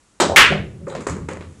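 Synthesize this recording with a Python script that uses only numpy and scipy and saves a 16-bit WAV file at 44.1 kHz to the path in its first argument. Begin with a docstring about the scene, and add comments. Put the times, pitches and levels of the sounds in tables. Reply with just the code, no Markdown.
"""A break shot on a pool table in a small, quiet, hard-walled room, heard through one microphone.
Out of the room tone, the cue cracks against the cue ball. The table booms, and the ball skips once
and smashes into the rack, near enough to overload the microphone. The balls then thud into the
cushions, knock and click as they scatter, and rumble on over the slate."""
import sys
import numpy as np
from scipy import signal
from scipy.fft import rfft, irfft
from scipy.io import wavfile

SR = 44100
rng = np.random.default_rng(int(sys.argv[2]) if len(sys.argv) > 2 else 0)


def master(y):
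    """Save y as 16-bit WAV."""
    cut = np.clip(np.atleast_2d(y).T, -1, 1)
    pcm = np.round(cut * 32767)  # scale
    wavfile.write(sys.argv[1], SR, pcm.astype(np.int16))


N = 70560


def amp(db):
    """Decibels to gain."""
    return 10 ** (np.asarray(db) / 20)


def unit(x):
    """Scales to energy 1."""
    return x / np.sqrt(np.sum(x ** 2) + 1e-20)


def read(points, hz):
    """Reads a table on a log-frequency axis."""
    freq_hz, value = np.transpose(points)
    return np.interp(np.log(hz + 1), np.log(freq_hz + 1), value)


def add(mix, start_s, sound):
    """Mixes a sound in at its start time."""
    part = mix[max(round(start_s * SR), 0):][:len(sound)]
    part += sound[:len(part)]


def pulse(spectrum, size=4096):
    """A sharp causal impact of the given colour."""
    log_gain = np.log(amp(read(spectrum, abs(np.fft.fftfreq(size, 1 / SR)))))
    minimum_phase = np.exp(signal.hilbert(log_gain).conj())
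    return unit(np.fft.ifft(minimum_phase).real[:size // 2])


def ring(modes):
    """Decaying modes struck together."""
    t = np.arange(SR) / SR
    return unit(sum(amp(db) * np.exp(-np.log(1000) * t / t60) * np.sin(2 * np.pi * hz * t)
                    for hz, db, t60 in modes))


def noise(spectrum, levels):
    """Coloured noise whose rms follows a curve of levels in dB."""
    colour = amp(read(spectrum, np.fft.rfftfreq(N, 1 / SR)))
    steady = np.sqrt(N) * unit(irfft(rfft(rng.standard_normal(N)) * colour, N))
    return amp(np.interp(np.arange(N) / SR, *np.transpose(levels))) * steady


# Colour of the quiet room at the microphone: freq_hz, density_db
TONE_SPECTRUM = [(25, 2), (120, -6), (300, -8.5), (700, -16), (1100, -13), (2200, -19.5), (5000, -22),
                 (7200, -17), (10800, -24), (12000, -39)]
# Its slight rise: time_s, level_db
TONE_LEVELS = [(0, -57), (.8, -57), (1.35, -55), (1.6, -53)]


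def room_tone():
    """A faint low rush and hiss lie under the whole shot."""
    return noise(TONE_SPECTRUM, TONE_LEVELS)


# Decay between the hard walls: freq_hz, t60_s
ROOM_DECAY = [(80, 0.99), (250, 0.65), (600, 0.27), (1200, 0.33), (2500, 0.33), (5000, 0.3), (8000, 0.29),
              (12000, 0.19)]
# First reflections to reach the microphone, relative to the tail: delay_s, gain
REFLECTIONS = [(.0032, 0.42), (.0055, 0.24), (0.0167, .3)]
TAIL_BUILD_S, SCATTER_S, SCATTER_GAIN = .004, .002, 1.2


def room(sound, wet_db, spacing=8):
    """Each spot's path to the microphone: direct, off nearby rails and slate, then off the walls."""
    count = SR // 2 // spacing
    taps = np.zeros(count * spacing)  # one random echo in every `spacing` samples
    taps[np.arange(count) * spacing + rng.integers(0, spacing, count)] = rng.standard_normal(count)
    hz, t, bands = signal.stft(taps, SR, nperseg=256)
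    decay = np.exp(-np.log(1000) * t / read(ROOM_DECAY, hz)[:, None])
    build = 1 - np.exp(-t / TAIL_BUILD_S)
    tail = unit(signal.istft(bands * decay * build, SR)[1])
    for delay_s, gain in REFLECTIONS:
        tail[round(delay_s * SR)] += gain
    scatter_decay = np.exp(-np.arange(len(tail)) / SR / SCATTER_S)
    near = SCATTER_GAIN * unit(rng.standard_normal(len(tail)) * scatter_decay)
    near[0] += 1  # the direct sound
    return signal.fftconvolve(sound, unit(unit(near) + amp(wet_db) * tail))


# The stroke's two quick contacts, then light taps on the rail: start_s, thump_db, ring_db, crack_db
CUE_CONTACTS = [(.2004, 19.5, 8.5, -5), (0.2034, 13, 7, 11), (.8996, -9, -14, -32),
                (.921, -6.5, -21.5, -35)]
# Thump at the tip: freq_hz, density_db
THUMP_SPECTRUM = [(40, -40.5), (130, -35.5), (210, -11), (330, -10), (540, -3.5), (750, -5.5), (950, -5),
                  (1400, -11), (2500, -24), (6000, -56.5)]
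# The crack that follows: freq_hz, density_db
CRACK_SPECTRUM = [(300, -19.5), (1800, -14.5), (2900, 9.5), (5000, 9), (8000, 8.5), (9500, -6),
                  (11000, -14.5), (12500, -37)]
# Modes of the shaft: pitch_hz, level_db, t60_s
SHAFT_MODES = [(1868, -7, .02), (2422, -8, .02), (3200, -3, .018), (3650, -2, .012), (3900, 2, .016),
               (4700, -10, .02), (7050, -3, .02), (8000, -4, .03)]
SHAFT_DELAY_S = .0006


def cue():
    """The leather tip thumps the ball; just after, the shaft cracks and rings."""
    out = np.zeros(N)
    for start_s, thump_db, ring_db, crack_db in CUE_CONTACTS:
        add(out, start_s, amp(thump_db) * room(pulse(THUMP_SPECTRUM), wet_db=4))
        add(out, start_s + SHAFT_DELAY_S, amp(ring_db) * room(ring(SHAFT_MODES), wet_db=-0.5))
        add(out, start_s + SHAFT_DELAY_S, amp(crack_db) * room(pulse(CRACK_SPECTRUM), wet_db=13.5))
    return out


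# Modes of the pool table: pitch_hz, level_db, t60_s
TABLE_MODES = [(83, -4, .7), (101, -9, .35), (128, -10, .25), (157, 1, .48), (200, -5, .42), (377, -15, .3),
               (555, -21, .25)]
# Blows to the table, softer ones favouring the low modes: start_s, level_db, tilt_db_per_octave
TABLE_BLOWS = [(0.223, 10, 12.5), (.503, 16.5, 9.5), (0.811, 1.5, 5), (0.932, -2, 10), (1.092, 7.5, -10),
               (1.205, 7, -2.5), (1.383, -0.5, -19)]
BOOM_RISE_S = 0.0044


def table_booms():
    """The cushions yield slowly and pass heavy blows on to the table's frame."""
    out = np.zeros(N)
    swell = 1 - np.exp(-np.arange(SR) / SR / BOOM_RISE_S)
    for start_s, level_db, tilt in TABLE_BLOWS:
        modes = [(hz, db + tilt * np.log2(hz), t60) for hz, db, t60 in TABLE_MODES]
        add(out, start_s, amp(level_db) * swell * ring(modes))
    return out


# Colour of the rumble from the table's bed: freq_hz, density_db
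ROLL_SPECTRUM = [(25, -22.5), (55, -13), (72, -3), (85, 2), (100, -2.5), (120, -4), (158, -3), (215, -9),
                 (280, -16), (480, -21.5), (750, -36.5), (2000, -40.5), (8000, -57.5)]
# Its swell and ebb at the microphone: time_s, level_db
ROLL_LEVELS = [(0, -78), (0.188, -69), (0.258, -32), (.42, -35), (.6, -27.5), (.76, -38), (.95, -40),
               (1.06, -44), (1.11, -32.5), (1.3, -37.5), (1.46, -42), (1.6, -45.5)]


def rolling():
    """Balls rumble over the cloth-covered slate."""
    return noise(ROLL_SPECTRUM, ROLL_LEVELS)


# Balls landing on the cloth or hitting a cushion: start_s, level_db, pitch_hz, length_cycles
SOFT_BLOWS = [(.296, 11.5, 590, 1.1), (.320, 10.5, 734, 1.6), (.385, 12, 520, 0.61), (.504, 6, 383, 3.5),
              (.521, 9.5, 637, 1.45), (0.599, -5, 404, 1.35), (.871, 0, 398, 2.2), (.876, 3, 515.5, 4.9),
              (0.908, -19, 566, 6.7), (0.952, 1.5, 454, 0.5), (1.068, 2, 374, 1.3), (1.086, -2, 240, 0.67),
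              (1.125, -2.5, 185, 6), (1.199, -9.5, 425, 1.6), (1.288, -3, 468, 0.91), (1.314, -3, 522, 4.4),
              (1.41, -15.5, 480, 1.4)]


def thuds():
    """Each soft blow swells and dies within a few cycles."""
    out, t = np.zeros(N), np.arange(SR // 12) / SR
    for start_s, level_db, pitch_hz, cycles in SOFT_BLOWS:
        envelope = t * np.exp(-2 * pitch_hz * t / cycles)
        thud = unit(envelope * np.sin(2 * np.pi * pitch_hz * t))
        add(out, start_s, amp(level_db) * room(thud, wet_db=-2))
    return out


# Collisions inside the rack, down the table from the cue: start_s, level_db
RACK_HITS = [(.361, 32.5), (0.3673, 24), (.379, 29), (.394, 22), (0.413, 6.5), (0.444, -7), (0.491, -1.5),
             (.521, 1.5)]
# Two balls meeting hard: freq_hz, density_db
CLACK_SPECTRUM = [(40, -18), (300, -22.5), (800, -11.5), (1100, -2.5), (1450, 0), (2200, 1.5), (2900, -0.5),
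                  (4000, -11), (5500, -19), (7800, -23), (10500, -31.5), (12500, -60)]


def rack():
    """A burst of hard collisions as the rack flies apart."""
    out = np.zeros(N)
    for start_s, level_db in RACK_HITS:
        add(out, start_s, amp(level_db) * room(pulse(CLACK_SPECTRUM), wet_db=6))
    return out


# Balls striking rails, pockets and each other: start_s, knock_db, cutoff_hz, click_db, wet_db
SCATTERED_HITS = [(.869, -4.5, 1760, -32, 4), (0.881, -23, 1810, -17.5, 7), (.951, -1.5, 4000, -15, 2),
                  (1.0065, -7.5, 2260, -13, 3.5), (1.0677, 4, 2140, -13, -1), (1.0704, 5, 1940, -2.5, 1),
                  (1.097, -7.5, 3970, -6, 0), (1.166, -4, 1600, -18.5, -0.5),
                  (1.2872, -1.5, 3080, -12.5, -1.5), (1.2895, 1.5, 2530, -14.5, -5.5),
                  (1.3113, -6, 2870, -19, 6), (1.3343, -25, 1990, -15, -12), (1.371, -7.5, 2313, -24.5, -5),
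                  (1.409, -8.5, 3560, -29, 2)]
# Woody body of a hit: freq_hz, density_db
KNOCK_SPECTRUM = [(40, -44), (120, -2), (400, 5.5), (580, 2.5), (750, -5), (1100, 1.5), (1600, -6),
                  (2100, -3.5), (3200, -10), (5000, -6), (9000, 3), (12000, -29)]
# Its bright edge: freq_hz, density_db
CLICK_SPECTRUM = [(500, 3.5), (2500, -11), (4500, -6), (5600, -7), (6800, 2.5), (8000, 0), (9200, -9.5),
                  (10800, -13), (12200, -34)]


def knocks():
    """Around the table, each later collision gives a click and a knock, duller for softer contacts."""
    out = np.zeros(N)
    for start_s, knock_db, cutoff_hz, click_db, wet_db in SCATTERED_HITS:
        knock = signal.sosfilt(signal.butter(4, cutoff_hz, fs=SR, output="sos"), pulse(KNOCK_SPECTRUM))
        add(out, start_s, amp(knock_db) * room(unit(knock), wet_db))
        add(out, start_s, amp(click_db) * room(pulse(CLICK_SPECTRUM), wet_db))
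    return out


def scene():
    """Everything that reaches the microphone, in one channel."""
    return (room_tone() + cue() + table_booms() + rolling() + thuds() + rack() + knocks())[None]


LOW_CUT_HZ, HIGH_CUT_HZ, CLIP_LEVEL, BAND_LIMIT_HZ = 41, 11400, 0.69, 15700


def record(dry):
    """Deep bass and top treble are filtered away, peaks overload with a hard knee; then a band limit."""
    dry = signal.sosfilt(signal.butter(2, LOW_CUT_HZ, "highpass", fs=SR, output="sos"), dry)
    dry = signal.sosfilt(signal.butter(20, HIGH_CUT_HZ, fs=SR, output="sos"), dry)
    clipped = dry / (1.5 + (dry / CLIP_LEVEL) ** 10) ** (1 / 10)
    band_limit = signal.firwin(255, BAND_LIMIT_HZ, window=("kaiser", 9), fs=SR)
    return signal.oaconvolve(clipped, band_limit[None], "same")


dry = scene()
out = record(dry)
master(out)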